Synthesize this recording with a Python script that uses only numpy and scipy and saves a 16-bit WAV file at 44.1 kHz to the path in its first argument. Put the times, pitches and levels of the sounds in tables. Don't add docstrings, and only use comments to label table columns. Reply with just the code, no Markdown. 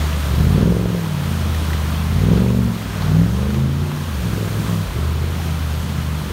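import sys
import numpy as np
from scipy import signal
from scipy.io import wavfile
from scipy.ndimage import uniform_filter1d

SR = 44100
rng = np.random.default_rng(int(sys.argv[2]) if len(sys.argv) > 2 else 0)


def materialize(psi):
    bounded = np.clip(np.atleast_2d(psi).T, -1, 1)
    quanta = np.round(bounded * 32767).astype(np.int16)
    wavfile.write(sys.argv[1], SR, quanta)


N = 278712
T = np.arange(N) / SR


def undb(db):
    return 10 ** (np.asarray(db) / 20)


def unit(x):
    return x / np.sqrt(np.mean(x ** 2))


def curves(table):
    s, *columns = np.transpose(table)
    return [np.interp(T, s, c) for c in columns]


def colour_db(points, hz):
    f, db = np.transpose(points)
    return np.interp(np.log(hz), np.log(f), db)


def band(x, hz, width):
    b, a = signal.iirpeak(min(hz, .45 * SR), hz / width, fs=SR)
    return signal.lfilter(b, a, x)


def walk(rate):
    k = int(SR / rate)
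    steps = np.repeat(rng.standard_normal(N // k + 1), k)
    return 1.11 * uniform_filter1d(uniform_filter1d(steps, k), k)[:N]


# start_s, cycle_rate_hz
SPEED = [(0, 15.0), (.16, 15.1), (.32, 14.1), (.4, 14.85), (.64, 21.07), (.72, 22.0), (.84, 22.45),
         (.96, 21.8), (1.12, 18.94), (1.2, 18.0), (1.36, 16.65), (1.56, 15.95), (1.84, 15.45), (2.0, 15.95),
         (2.08, 15.87), (2.4, 23.46), (2.56, 23.85), (2.72, 22.7), (2.8, 21.2), (3.04, 18.63),
         (3.12, 19.24), (3.44, 25.54), (3.6, 26.8), (3.68, 26.97), (3.84, 29.44), (3.95, 29.75),
         (4.08, 28.33), (4.16, 23.7), (4.27, 21.3), (4.4, 20.82), (4.56, 21.2), (4.72, 21.28), (4.81, 20.0),
         (4.95, 14.5), (5.04, 15.75), (5.14, 15.75), (5.28, 16.6), (5.44, 16.48), (5.7, 15.42),
         (5.77, 15.55), (5.86, 16.55), (6.16, 15.35), (6.32, 15.3)]


def turning():
    full_pull_hz_per_s, smoothing_s = 33.2, 0.078
    hz, = curves(SPEED)
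    rise = uniform_filter1d(np.gradient(hz) * SR, int(smoothing_s * SR))
    return hz, np.cumsum(hz) / SR, np.clip(rise / full_pull_hz_per_s, -.5, 1)


def firing_strength(cycle):
    chance = rng.standard_normal(N // 100)
    return np.interp(8 * cycle, np.arange(len(chance)), chance)


BANK = [(0, 1), (3, .8), (5, .9), (6, .7)]


def order(k, cycle):
    slots, sizes = np.transpose(BANK)
    lead = np.angle(sizes @ np.exp(-2j * np.pi * k * slots / 8))
    lag = np.radians(90)
    return np.sqrt(2) * np.cos(2 * np.pi * k * cycle + lead - lag)


# start_s, order_3_level_db, order_10_level_db, order_13_level_db
SIDE_ORDERS = [(0, -49, -28, -44), (.22, -46, -31.5, -40), (.33, -40, -28, -29), (.41, -26, -23, -30),
               (.56, -20, -23.5, -25), (.66, -22, -25.5, -32), (.88, -27, -42, -33.5), (.97, -47, -41, -46),
               (1.12, -38, -29, -50), (1.32, -44, -28.5, -27), (1.5, -41, -33, -34.5),
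               (1.7, -48, -30, -37.5), (2.06, -36, -26, -28), (2.17, -23, -27.5, -30.5),
               (2.33, -20, -25, -28.5), (2.5, -25, -25, -42), (2.66, -23, -23, -52),
               (2.78, -46, -33.5, -48), (2.88, -26, -34, -39), (2.96, -36, -35, -54),
               (3.06, -29, -25.5, -37.5), (3.2, -27, -32, -25.5), (3.29, -24, -32, -35),
               (3.37, -21, -55, -56), (3.56, -23.5, -48, -30.5), (3.7, -24.5, -34, -46),
               (3.85, -20, -52, -35.5), (3.92, -38, -53, -53), (4.0, -26.5, -57, -51),
               (4.17, -22, -50, -41), (4.3, -28, -50, -40), (4.5, -39, -33, -52), (4.68, -30, -37, -41),
               (4.8, -44, -27.5, -42), (4.88, -21.5, -38, -52), (4.97, -40, -33, -45),
               (5.2, -37, -40.5, -47), (5.5, -45, -26, -37), (5.75, -44, -33.5, -44),
               (5.9, -45, -32, -32.5), (6.22, -46, -24.5, -36), (6.32, -39, -38, -34)]


def main_tones(cycle, drone, firing):
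    tones = undb(drone) * order(5, cycle) + undb(firing) * order(8, cycle)
    for k, db in zip([3, 10, 13], curves(SIDE_ORDERS)):
        tones = tones + undb(db) * order(k, cycle)
    return tones


def layer_db(settings, load):
    rest_db, share, throttle_db, pull_db, wander_db = settings
    drone, throttle, pull = load
    tick_over_drone_db = -18.5
    level = rest_db + share * (drone - tick_over_drone_db)
    return level + throttle_db * throttle + pull_db * pull + wander_db * walk(10)


# pitch_hz, level_db
PIPE = [(40, -22), (70, -16), (150, -1), (230, -3.5), (300, -18.5), (355, 2.5), (400, 0.5), (450, 2.5),
        (500, -3), (600, -5), (800, -33)]


def pipe_orders(orders, dbs, hz, cycle):
    return sum(undb(db + colour_db(PIPE, k * hz)) * order(k, cycle) for k, db in zip(orders, dbs))


LOPE_ORDERS = [2, 4, 6, 7, 9, 11, 12]
LOPE_DB = [18, -13, -4.5, 3, 0.5, 0, -2.5]
# rest_level_db, drone_share (dB per dB), throttle_db (at full), pull_db (at full), wander_db
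LOPE = (-39, 0.83, 6, 8.5, 3)


def lope(hz, cycle, load):
    return undb(layer_db(LOPE, load)) * pipe_orders(LOPE_ORDERS, LOPE_DB, hz, cycle)


BARK_ORDERS = [14, 15, 16, 17, 18, 19, 20, 21, 22, 23, 24, 25, 26, 27, 28, 29]
# level_db (relative, before the pipe)
BARK_DB = [-14, -14, 0, -13, 0, -7, -10, 0, -12, -4, -6, -10, -4, -12, -8, -7]
# rest_level_db, drone_share (dB per dB), throttle_db (at full), pull_db (at full), wander_db
BARK = (-45.5, 0.7, 19, 3, 2.5)


def bark(hz, cycle, load):
    sharpness, floor = 7., .35
    crack = floor
    for at, size in BANK:
        crack = crack + size ** 5 * np.exp(sharpness * (np.cos(2 * np.pi * (8 * cycle - at) / 8) - 1))
    return undb(layer_db(BARK, load)) * unit(crack * pipe_orders(BARK_ORDERS, BARK_DB, hz, cycle))


PUFF_SCATTER_DB = 1.5

# pitch_hz, width_hz (of the narrower of two resonances), level_db (relative)
BURBLE = [(60.7, 14, 0), (112, 110, 1.5), (160, 26, -4)]
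# rest_level_db, drone_share (dB per dB), throttle_db (at full), pull_db (at full), wander_db
GAS = (-31, 0.13, 5, 3, 2.5)


def burble(cycle, strength, load, puff=.42):
    puffs = np.exp(-(8 * cycle % 1) / puff) * undb(PUFF_SCATTER_DB * strength)
    gas = puffs * rng.standard_normal(N)
    gas = sum(undb(db) * band(band(gas, f, w), f, 2 * w) for f, w, db in BURBLE)
    return undb(layer_db(GAS, load)) * unit(gas)


# rest_level_db, drone_share (dB per dB), throttle_db (at full), pull_db (at full), wander_db
RASP = (-56, 0.8, 18, 4, 3)


def rasp(cycle, strength, load, pitch_hz=530., width_hz=300., jet=.5):
    jets = sum(size ** 4 * np.exp(-((8 * cycle - at) % 8) / jet) for at, size in BANK)
    noise = jets * undb(PUFF_SCATTER_DB * strength) * rng.standard_normal(N)
    noise = band(band(noise, pitch_hz, width_hz), pitch_hz, 2 * width_hz)
    return undb(layer_db(RASP, load)) * unit(noise)


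# start_s, drone_level_db (order 5), firing_tone_level_db (order 8), throttle (0-1)
EXHAUST = [(0, -17.5, -41, 0), (.24, -20.5, -32, 0), (.36, -18, -23, 0.75), (.48, -15, -21.5, 0.35),
           (.56, -21, -18, 0.8), (.64, -21, -15, 0.88), (.74, -22, -21, 0.92), (.9, -24.5, -21, 0.9),
           (.97, -28.5, -22, 0.88), (1.18, -29, -22, 0.13), (1.3, -21.5, -24.5, 0.7),
           (1.5, -19.5, -28.5, 0), (1.7, -19.5, -34, .25), (2.0, -21, -31, 0.23), (2.14, -18, -24.5, 0.2),
           (2.32, -18, -17, 0.86), (2.5, -18.5, -19.5, 0.71), (2.65, -19, -21, 0.67),
           (2.7, -23.5, -23.5, 0.3), (2.78, -29.5, -34, 0.5), (2.96, -27.5, -33.5, 0.4),
           (3.05, -20.5, -22, 0.2), (3.2, -15.5, -11.5, 0.5), (3.3, -21.5, -23.5, 0.4),
           (3.5, -26.5, -24, 0.95), (3.6, -16.5, -22, 0.69), (3.78, -21.5, -32.5, 0.04),
           (4.02, -25.5, -34, 0.1), (4.08, -34.5, -36, 0.5), (4.2, -28.5, -30.5, 0.3),
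           (4.3, -24, -26.5, 0.52), (4.56, -21, -30.5, 0.64), (4.64, -26, -31, 0.6),
           (4.74, -20.5, -21, 0.7), (4.83, -21.5, -25.5, .3), (4.89, -35, -47, 0), (4.96, -23, -23, 0.85),
           (5.05, -17.5, -24.5, 0.44), (5.35, -23, -30, 0.42), (5.72, -21, -31, 0.1),
           (5.9, -25.5, -29, 0.3), (6.12, -21.5, -27.5, .1), (6.25, -29.5, -45, 0.6), (6.32, -26, -42, 0.8)]


def engine():
    drone, firing, throttle = curves(EXHAUST)
    hz, cycle, pull = turning()
    strength = firing_strength(cycle)
    load = drone, throttle, pull
    main = main_tones(cycle, drone, firing)
    upper = lope(hz, cycle, load) - bark(hz, cycle, load) + rasp(cycle, strength, load)
    main_scatter_db, upper_scatter_db = 1.1, 1.3
    tones = undb(main_scatter_db * strength) * main + undb(upper_scatter_db * strength) * upper
    return tones + burble(cycle, strength, load)


def bubbles(cycles=8.2, tilt_db=-3.0):
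    out = 0
    rate, size_db = 900, 2.5
    pitches = 800 * 2 ** np.arange(0, 3, 1 / 9)
    for hz in pitches:
        pop = rng.random(N) < rate / len(pitches) / SR
        pop = pop * undb(size_db * rng.exponential(size=N))
        ring = band(band(pop, hz, 2 * hz / cycles), hz, hz / cycles)
        out = out + undb(tilt_db * np.log2(hz / 1000)) * unit(ring)
    return unit(out)


def droplets(rate=810.0, size_db=2.5):
    hits = rng.random(N) < rate / SR
    return unit(hits * undb(size_db * rng.exponential(size=N)) * rng.choice([-1, 1], N))


# start_s, white_water_level_db, spray_treble_db
RIVER = [(0, -28.5, 0), (.15, -29, -0.5), (.5, -31, .5), (.58, -30, -1.5), (.68, -33, -1),
         (1.72, -29.5, -0.5), (2.4, -31.5, -1), (2.57, -34.5, 0.5), (3.05, -29.5, -2), (3.22, -33, -0.5),
         (3.55, -33, -0.5), (3.66, -34.5, -1), (3.93, -32.5, -2), (4.14, -32.5, 1.5), (4.7, -31, 1),
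         (5.17, -33, -1.5), (5.33, -32, 0), (6.32, -32, -0.5)]
# (per Hz, relative)
WATER = [(150, -32), (250, -1.5), (318, -9.5), (647, -8.5), (743, -14.5), (1090, -7), (2130, -16.5),
         (3280, -15), (4970, -21.5), (6670, -23), (7660, -26), (8640, -19.5), (10300, -24.5),
         (12200, -25.5), (15600, -27)]


def river(swell_db=0.17, flicker_db=0.72, spray_flicker_db=0.56, bubble_db=-10.5, fizz_share=0.077):
    roar, spray = curves(RIVER)
    swell, gust, out = walk(9), walk(12), 0
    drops = droplets()
    for hz in 200 * 2 ** np.arange(0, 6.5, 1 / 3):
        water = rng.standard_normal(N) + fizz_share * drops
        water = band(band(water, hz, hz / 3), hz, hz / 3)
        share = 1 / (1 + (4500 / hz) ** 4)
        db = colour_db(WATER, hz) + share * (spray + spray_flicker_db * gust)
        db = db + swell_db * swell + flicker_db * walk(14)
        out = out + undb(db) * water
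    return undb(roar) * (unit(out) + undb(bubble_db) * bubbles())


# start_s, peak_level_db (before the microphone), pitch_hz (at the start)
SPLASH = [(0.586, -24, 1250), (1.546, -20.5, 1750), (1.731, -19, 1910), (2.331, -27, 940),
          (2.37, -25, 1310), (2.502, -20.5, 990), (2.756, -25, 955), (3.02, -19, 830), (3.503, -23, 1340),
          (3.543, -23, 1300), (3.915, -21.5, 940), (4.037, -26, 972), (5.573, -27, 1080),
          (6.248, -27, 1570)]


def splashes(rise_per_s=4.6):
    length, t60_s, attack_s = 4096, .031, .0011
    out = np.zeros(N + length)
    t = np.arange(length) / SR
    fade = np.exp(-np.log(1000) * t / t60_s) * (1 - np.exp(-t / attack_s))
    for s, db, hz in SPLASH:
        tone = np.sin(2 * np.pi * hz * (t + rise_per_s * t ** 2))
        hiss = unit(band(rng.standard_normal(length), 1.15 * hz, .8 * hz))
        burst = fade * (tone + .85 * hiss)
        start = int(s * SR)
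        out[start:start + length] += undb(db) * burst / np.abs(burst).max()
    return out[:N]


def scene():
    return (engine() + river() + splashes())[None]


# pitch_hz, width_hz, depth (0-1)
MIC_DIPS = [(4990, 120, 0.55), (7760, 860, 0.39), (10360, 910, 0.52)]


def record(dry):
    bass_hz, top_hz = 40, 15760
    x = signal.sosfilt(signal.butter(4, bass_hz, "high", fs=SR, output="sos"), dry)
    for hz, width, depth in MIC_DIPS:
        x = x - np.clip(depth, 0, 1) * band(x, hz, width)
    return signal.sosfilt(signal.ellip(14, .3, 65, top_hz, fs=SR, output="sos"), x)


dry = scene()
out = record(dry)
materialize(out)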